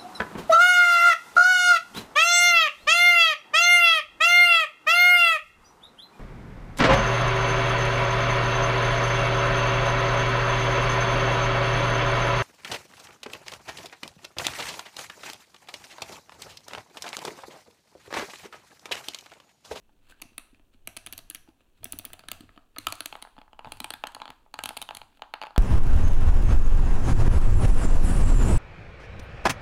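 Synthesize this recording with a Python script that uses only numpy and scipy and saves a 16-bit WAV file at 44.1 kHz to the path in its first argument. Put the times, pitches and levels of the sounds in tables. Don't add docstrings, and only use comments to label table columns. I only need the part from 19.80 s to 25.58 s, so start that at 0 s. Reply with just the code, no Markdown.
import sys
import numpy as np
from scipy import signal
from scipy.fft import rfft, irfft
from scipy.io import wavfile

SR = 44100
rng = np.random.default_rng(int(sys.argv[2]) if len(sys.argv) > 2 else 0)


def volts_from_decibels(level):
    exponent = np.asarray(level, float) / 20
    return 10 ** exponent


def generate_wav(sig):
    pcm = np.round(np.clip(np.atleast_2d(sig).T, -1, 1) * 32767).astype(np.int16)
    wavfile.write(sys.argv[1], SR, pcm)


N = 254879

# [start t/s, length/s, paper drag level/dB, grip level/dB]
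KNOB_TURNS = [
    (0.26, 0.46, -67.5, -65.5),
    (1.078, 0.59, -66, -55),
    (2.056, 0.67, -60.5, -48.5),
    (3.018, 0.32, -56.5, -53.5),
    (3.872, .65, -60.5, -56),
    (4.802, 0.39, -59.5, -54.5),
    (5.45, .4, -73, -86),
]


def evened(x):
    return x / np.sqrt(np.mean(x ** 2) + 1e-20)


def read(points, hz):
    f, value = np.transpose(points)
    return np.interp(np.log(hz + 1), np.log(f + 1), value)


def coloured(points, lo_hz, hi_hz):
    hz = np.fft.rfftfreq(N, 1 / SR)
    gain = volts_from_decibels(read(points, hz)) * (hz > lo_hz) * (hz < hi_hz)
    return evened(irfft(rfft(rng.standard_normal(N)) * gain, N))


def background_hiss():
    # [f/Hz, density level/dB]
    hiss_spectrum = [(20, 16), (150, -9), (280, -2), (430, -10.5), (1000, -19.5), (2000, -36.5),
                     (2550, -51), (4500, -50), (5500, -28.5), (15900, -31)]
    return volts_from_decibels(-70 + 6.5) * coloured(hiss_spectrum, 8, 18000)


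def blows():
    # [t/s, strength level/dB,
    # load on the body/dB, spring note f/Hz]
    pawl_drops = [(0.4179, -43.5, -12, 11400), (0.5811, -35, -9.5, 10150), (1.0746, -34.5, -9, 11300),
                  (1.1675, -39.5, -7.5, 10300), (1.264, -39, -11.5, 10600), (1.3266, -37, -16.5, 12700),
                  (1.3793, -38.5, -17.5, 11000), (1.5011, -34.5, -28, 10400), (1.5487, -36.5, -15, 10400),
                  (2.0441, -31.5, -42, 14500), (2.1239, -30.5, -36, 14900), (2.189, -33, -30, 14800),
                  (2.2523, -33.5, -24, 15200), (2.3332, -40, -14.5, 15300), (2.486, -41, 0, 8900),
                  (2.5165, -33, -7, 14700), (2.9848, -35, -7, 13040), (3.0695, -31.5, 6.5, 1270),
                  (3.1244, -34.5, -3, 6640), (3.1544, -49, -13, 7800), (3.2064, -35, -2.5, 9740),
                  (3.2591, -33.5, -7, 9000),
                  (3.425, -42, -3, 9550), (3.9211, -40, 0.5, 9100), (3.9713, -57.5, -2, 7900),
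                   (4.0032, -37.5, -0.5, 9200), (4.0441, -38, 2.5, 9200), (4.1056, -37.5, 1.5, 9000),
                   (4.1383, -43, 5.5, 8500), (4.2709, -43.5, 4, 6540), (4.3488, -45, 3, 9800),
                   (4.5036, -54.5, 12, 6900), (4.7412, -48.5, 11.5, 6850), (4.7903, -46, 14, 1260),
                   (4.8379, -34.5, -1.5, 10800), (4.8584, -34.5, -0.5, 10130), (4.891, -37.5, -0.5, 10700),
                   (4.969, -43, 5.5, 10400), (5.017, -38.5, -1.5, 10400), (5.1503, -42.5, -5, 10400),
                   (5.1702, -41.5, -4.5, 10500), (5.3731, -70.5, 8, 8400)]
    # [t/s, strength level/dB, load on the body/dB]
    rebounds = [(0.4209, -41, -7.5), (1.172, -40, -10), (1.271, -45.5, -2), (1.3338, -44.5, -8),
                (1.3898, -49.5, -4), (1.5097, -54, 3), (1.5571, -51.5, -0.5), (2.0322, -65.5, 15),
                (2.0551, -49, 1.5), (2.1321, -55, 8), (2.1962, -50, -1), (2.2603, -57.5, 2),
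                (2.3033, -73, 18), (2.3393, -60, 10), (2.3935, -55.5, 4), (2.4047, -70, 6),
                (2.6078, -56, 0.5), (4.9734, -37.5, -6.5), (5.0251, -40.5, -2.5), (3.086, -48, -6),
                (3.103, -51, -8), (3.365, -61, -10), (3.419, -58, -3), (4.321, -62, -6)]
    # [t/s,
    # strength level/dB, sharpness/dB, note f/Hz]
    taps = [(.0935, -64, -12, 850), (.3224, -53, -9, 1550), (.4013, -63, 0, 900), (2.321, -63, -11, 700),
            (.7463, -68, 8, 2550), (.7963, -66, -2, 2620), (.9451, -74.5, 8, 3250),
            (1.6764, -60.5, -15.5, 845), (1.6895, -60.5, -5, 830), (1.8072, -64.5, -1.5, 547),
            (2.0373, -59.5, -8, 570), (2.2457, -50, -20, 1260), (2.4377, -51.5, -6, 1370),
            (2.6922, -52.5, -13.5, 1230), (2.7627, -61, -0.5, 710), (2.7767, -48.5, -6.5, 1240),
            (2.9628, -46, -2, 1240), (2.9691, -42, -21, 1280)]
    # [t/s, strength level/dB, sharpness/dB]
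    creaks = [(3.3264, -38.5, -0.5), (3.354, -38, -7), (3.4507, -44, -16), (3.4728, -49, -26),
              (3.5666, -53.5, -10), (3.581, -46.5, -12), (3.5872, -52, -3), (3.616, -48.5, -5.5),
              (3.6798, -54.5, -22), (3.7316, -48.5, -6), (3.7921, -39, -6.5), (3.8466, -40.5, -7.5),
              (3.8562, -42, -15), (3.8661, -56, -23), (3.8724, -41, -16), (3.879, -50, -16),
              (4.2388, -27.5, -5), (4.3666, -39.5, -24), (4.4014, -45.5, -2.5), (4.413, -52, -20),
              (4.4181, -34, -5.5), (4.4559, -40.5, -3.5), (4.479, -43.5, -2.5), (4.4905, -51, -6),
              (4.663, -56, -25)]
    # [t/s, strength level/dB, sharpness/dB]
    taut_creaks = [(4.9071, -37.5, -15), (5.09, -37, 0), (5.1089, -34, -8), (5.2166, -42.5, -1.5),
                   (5.395, -56, -10), (5.4211, -34.5, -4.5), (5.539, -31, -3), (5.6162, -33.5, -3.5),
                   (5.626, -38, -3), (5.636, -34.5, -6), (5.6406, -38, -21), (5.6533, -46, -7),
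                   (5.6618, -51.5, 1), (5.6688, -40.5, -5), (5.6856, -59, -13), (5.707, -45.5, -12),
                   (5.7621, -31, -7.5)]
    # [t/s, strength level/dB]
    finger_shifts = [(0.317, -66), (0.431, -59), (2.195, -54), (2.262, -54), (2.33, -67), (.452, -55.5),
                     (.52, -61), (0.729, -58), (1.088, -55), (1.5, -59.5), (2.635, -51), (2.699, -63),
                     (3.921, -62), (4.009, -47.5), (.7963, -61.5), (0.9458, -60.5), (1.076, -48),
                     (1.683, -52.5), (2.0569, -49), (2.1337, -47), (2.6062, -47.5), (2.7747, -53.5),
                     (2.9837, -46), (3.5808, -52), (3.8665, -50.5), (3.8724, -56), (4.4929, -53.5),
                     (4.5028, -51)]
    rebound_hz, creak_hz = 10000, 875

    rows = []
    for s, db, load, hz in pawl_drops:
        rows.append((s, db + load, db + 3 + 0.5 * load, db, hz))
    for s, db, load in rebounds:
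        rows.append((s, db + load, db + 5 + 0.5 * load, db, rebound_hz))
    for s, db, sharp, hz in taps + [row + (creak_hz,) for row in creaks + taut_creaks]:
        rows.append((s, db, db + sharp, db - 18.5 + 0.96 * sharp, hz))
    clicks = []
    for row in rows:
        thump_db = -56 + 0.77 * (row[2] + 40)
        thump_db = thump_db - 5.5 * (row[0] > taut_creaks[0][0])
        clicks.append(row + (thump_db,))
    return clicks + [(s, -99, -99, -99, creak_hz, db) for s, db in finger_shifts]


def ring(modes, size, scatter_db, detune):
    t, out = np.arange(size) / SR, 0
    for hz, t60, db in modes:
        a, b = rng.standard_normal((len(blows()), 2, 1)).transpose(1, 0, 2)
        decay = volts_from_decibels(db + scatter_db * a - 60 * t / t60)
        out = out + decay * np.sin(2 * np.pi * hz * (1 + detune * b) * t)
    return out


def note(lo_hz, hi_hz, t60, db, size):
    hz, t = np.transpose(blows())[4][:, None], np.arange(size) / SR
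    in_range = (hz > lo_hz) * (hz <= hi_hz)
    return in_range * volts_from_decibels(db - 60 * t / t60) * np.sin(2 * np.pi * hz * t)


def chatter(rise_s, fall_s, spiky_db):
    s, knock_db, snap_db, fizz_db, hz, thump_db = np.transpose(blows())
    length = np.clip(1.5 + (fizz_db - snap_db) / 25, .3, 1)[:, None]
    t = (np.arange(600) / SR - .0025) / length
    shape = np.where(t < 0, np.exp(-.5 * (t / rise_s) ** 2), np.exp(-np.maximum(t, 0) / fall_s))
    a, b = rng.standard_normal((len(s), 2, 600)).transpose(1, 0, 2)
    return shape * a * volts_from_decibels(spiky_db * b)


def strike(drive, response, level_db, lo_hz, hi_hz, size=260):
    sound = signal.fftconvolve(drive, response, axes=1)
    band = signal.butter(3, [lo_hz, hi_hz], "bandpass", fs=SR, output="sos")
    sound = signal.sosfilt(band, sound)
    click_rms = np.sqrt(np.mean(sound[:, 20:size] ** 2, 1, keepdims=True))
    sound = sound * volts_from_decibels(level_db)[:, None] / click_rms
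    out = np.zeros(N + sound.shape[1])
    for s, click in zip(np.transpose(blows())[0], sound):
        out[round(s * SR) - 120:][:len(click)] += click
    return out[:N]


def winding():
    # [f/Hz, t60/s, level/dB]
    slack_body = [(700, 0.015, -0.5), (990, 0.02, -7), (1270, .02, -1), (1628, 0.012, 1)]
    # [f/Hz, t60/s, level/dB]
    tight_body = [(800, 0.0042, -35), (855, 0.026, 14.5), (981, 0.018, 15), (1260, 0.0075, 20.5),
                  (1620, 0.14, -6)]
    # [f/Hz, t60/s, level/dB]
    shell_plates = [(2330, 0.0035, -28), (2678, 0.0051, 0), (3167, 0.0052, 3.5), (3490, 0.0057, 3),
                    (3910, 0.02, -11.5), (4170, 0.0035, -4), (4395, 0.0069, 6.5)]
    # [f/Hz, t60/s, level/dB]
    loose_plate = [(2695, 0.0094, 8.5)]
    # [f/Hz, t60/s, level/dB]
    latch_plate = [(4155, 0.0055, 7)]
    # [f/Hz, t60/s, level/dB]
    back_plate = [(2930, 0.0056, 9.5)]
    # [f/Hz, t60/s, level/dB]
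    pawl_spring = [(6500, 0.002, 9), (8240, 0.013, -1), (9350, 0.0063, 1), (10400, 0.0036, 10.5),
                   (11430, 0.0048, -19.5), (12570, 0.0024, 6.5), (16730, 0.0028, -2)]
    # [f/Hz, t60/s, level/dB]
    dull_pawl = [(7130, 0.0044, 12)]
    # [f/Hz, t60/s, level/dB]
    case_modes = [(207, 0.0067, 7), (247.7, 0.11, 4), (293.4, 0.056, 13), (347, 0.11, -10.5),
                  (433, 0.016, -4)]
    # [f/Hz, t60/s, level/dB]
    table_mode = [(100, 0.29, -5.5)]
    thumb_s, loaded_s, paper_grips_s = 1.12, 2.45, 3.316

    s, knock_db, snap_db, fizz_db, hz, thump_db = np.transpose(blows())
    s, hz = s[:, None], hz[:, None]
    is_slack, is_metal = s < paper_grips_s, hz > 5000

    slack, tight = ring(slack_body, 2048, 3, .03), ring(tight_body, 2048, 2.5, .02)
    body = np.where(is_slack, slack, tight) + note(0, 1900, .025, 8, 2048)

    shell = ring(shell_plates, 1024, 2.5, .025) + note(1900, 5000, .01, 5, 1024)
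    shell = shell + (s < thumb_s) * ring(loose_plate, 1024, -2.5, .013)
    shell = shell + is_metal * (s > loaded_s) * ring(latch_plate, 1024, 3, .058)
    shell = shell + ~is_metal * ring(back_plate, 1024, 1.5, .066)

    pawl = ring(pawl_spring, 512, 2.5, .04) + note(5000, SR, .006, 6, 512)
    pawl = pawl + (hz < 5000) * ring(dull_pawl, 512, 4, .04)
    pawl = pawl + note(14000, SR, .0024, 17.5, 512)

    case = ring(case_modes, 4096, 2.5, .04) + is_slack * ring(table_mode, 4096, 2.5, .02)

    knock = strike(chatter(.00011, .00042, 3.24), body, knock_db - .6, 488, 2440)
    snap = strike(chatter(.0006, .0016, 3.9), shell, snap_db - .4, 2010, 4300)
    fizz = strike(chatter(.0006, .0011, 4.5), pawl, fizz_db, 5900, 17500)
    thump = strike(chatter(.0012, .003, 1.5), case, thump_db - 1, 70, 450, size=620)
    return knock + snap + fizz, thump


def singing(hz):
    # [f/Hz, width/Hz, level over the tail/dB]
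    thin_parts = [(705, 35, 10), (1650, 70, 3), (2654, 60, 7), (4000, 150, 0), (5900, 200, 7),
                  (12500, 250, 0)]
    return 1 + sum(volts_from_decibels(db) ** 2 * np.exp(-.5 * ((hz - f) / width) ** 2) for f, width, db in thin_parts)


def room(x):
    # [f/Hz, t60/s]
    room_decay = [(200, .3), (800, .38), (2500, .4), (5000, .4), (10000, .36), (16000, .28)]
    # [f/Hz, level/dB]
    room_colour = [(200, -8), (600, 1.5), (900, 8), (1600, 5.5), (2500, -0.5), (5000, 1.5), (10000, 0),
                   (16000, -8)]
    # [delay t/s, level/dB]
    near_echoes = [(.0045, -12.5), (0.0151, -15), (.021, -22.5)]

    hz, t, z = signal.stft(x, SR, nperseg=512, noverlap=448)
    width_hz = 25 + .02 * hz[:, None] + 5e-6 * hz[:, None] ** 2
    blur = np.exp(-.5 * ((hz[:, None] - hz) / width_hz) ** 2)
    power = blur / blur.sum(1, keepdims=True) @ abs(z) ** 2
    power = power * np.where(t < 2.95, singing(hz)[:, None], 1) * (hz < 15800)[:, None]
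    keep = volts_from_decibels(-60 * (t[1] - t[0]) / read(room_decay, hz)) ** 2
    held = np.array([signal.lfilter([1 - k], [1, -k], row) for k, row in zip(keep, power)])
    a, b = rng.standard_normal((len(t), len(hz), 2)).T
    diffuse = (a + 1j * b) * np.sqrt(held) * volts_from_decibels(read(room_colour, hz))[:, None]
    tail = signal.istft(diffuse, SR, nperseg=512, noverlap=448)[1]
    late = np.pad(tail, (round(.011 * SR), 0))[:N]
    early = np.zeros(2000)
    for s, db in near_echoes:
        early[round(s * SR)] = volts_from_decibels(db)
    dulled = signal.lfilter([.25], [1, -.75], x)
    return volts_from_decibels(-10) * late + signal.oaconvolve(dulled, early)[:N]


def turning(levels_db, rest_db, fade):
    rise, sag, release = 234, 13.5, 59
    t, out = np.arange(N) / SR, rest_db
    for (s, length, *_), db in zip(KNOB_TURNS, levels_db):
        fall = sag * (t - s) + release * np.maximum(t - s - length, 0)
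        out = np.maximum(out, db - np.where(t < s, rise * (s - t), fade * fall))
    return out


def rustle():
    # [f/Hz, density level/dB]
    rub_spectrum = [(300, -3), (800, -4), (1500, -1), (2100, -6), (2650, 2), (3300, -3), (4400, -6),
                    (5500, -18), (7500, -10), (11000, -15), (16000, -18)]
    # [t/s, drag level/dB, fade/dB per s]
    scuffs = [
        (.255, -65, 300),
        (0.298, -54, 700),
        (.312, -55.5, 400),
        (.76, -71, 200),
        (.94, -65, 500),
        (1.689, -63.5, 400),
        (1.811, -66, 406),
        (1.98, -67, 300),
        (5.36, -65, 294),
    ]
    t, drag_db = np.arange(N) / SR, turning(np.transpose(KNOB_TURNS)[2], -76, 0.75)
    for s, db, fade in scuffs:
        drag_db = np.maximum(drag_db, db - fade * abs(t - s))
    slips = volts_from_decibels(2.5 * np.minimum(rng.exponential(1, N), 4)) * (rng.random(N) < 500 / SR)
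    grain = evened(1 + .7 * signal.oaconvolve(slips, np.exp(-np.arange(400) / SR / .0015))[:N])
    low = volts_from_decibels(drag_db - 3) * coloured(rub_spectrum, 300, 5200)
    bright_db = -67.5 + 1.46 * (drag_db + 60)
    bright = volts_from_decibels(bright_db - 3) * coloured(rub_spectrum, 5200, 15800)
    return grain * (low + bright)


def hands():
    rest_db = -90
    grip_db = turning(np.transpose(KNOB_TURNS)[3], rest_db, 1.5)
    lumps = volts_from_decibels(7.1 * np.tanh(coloured([(1.1, 3), (12, -6)], .6, 9.5)))
    rumble_db = -67.5 + 0.2511 * (grip_db - rest_db)
    rumble = volts_from_decibels(rumble_db - 3.5) * coloured([(12, 9.5), (28, -6), (60, -16), (90, -15.5)], 9.9, 76)
    hum = volts_from_decibels(grip_db - 8.5) * coloured([(60, 5.5), (97, 8), (125, 4.5), (250, -10)], 48, 440)
    return lumps * (rumble + hum)


def scene():
    hiss = background_hiss()
    clicks, thump = winding()
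    near = clicks + room(clicks) + thump
    return (near + rustle() + hands() + hiss)[None]


def roll_off(x):
    return signal.sosfilt(signal.butter(12, 17000, fs=SR, output="sos"), x)


def record(dry):
    edge = signal.firwin(63, 16200, window=("kaiser", 5), fs=SR)
    return roll_off(signal.oaconvolve(dry, edge[None], "same"))


dry = scene()
out = record(dry)
generate_wav(out)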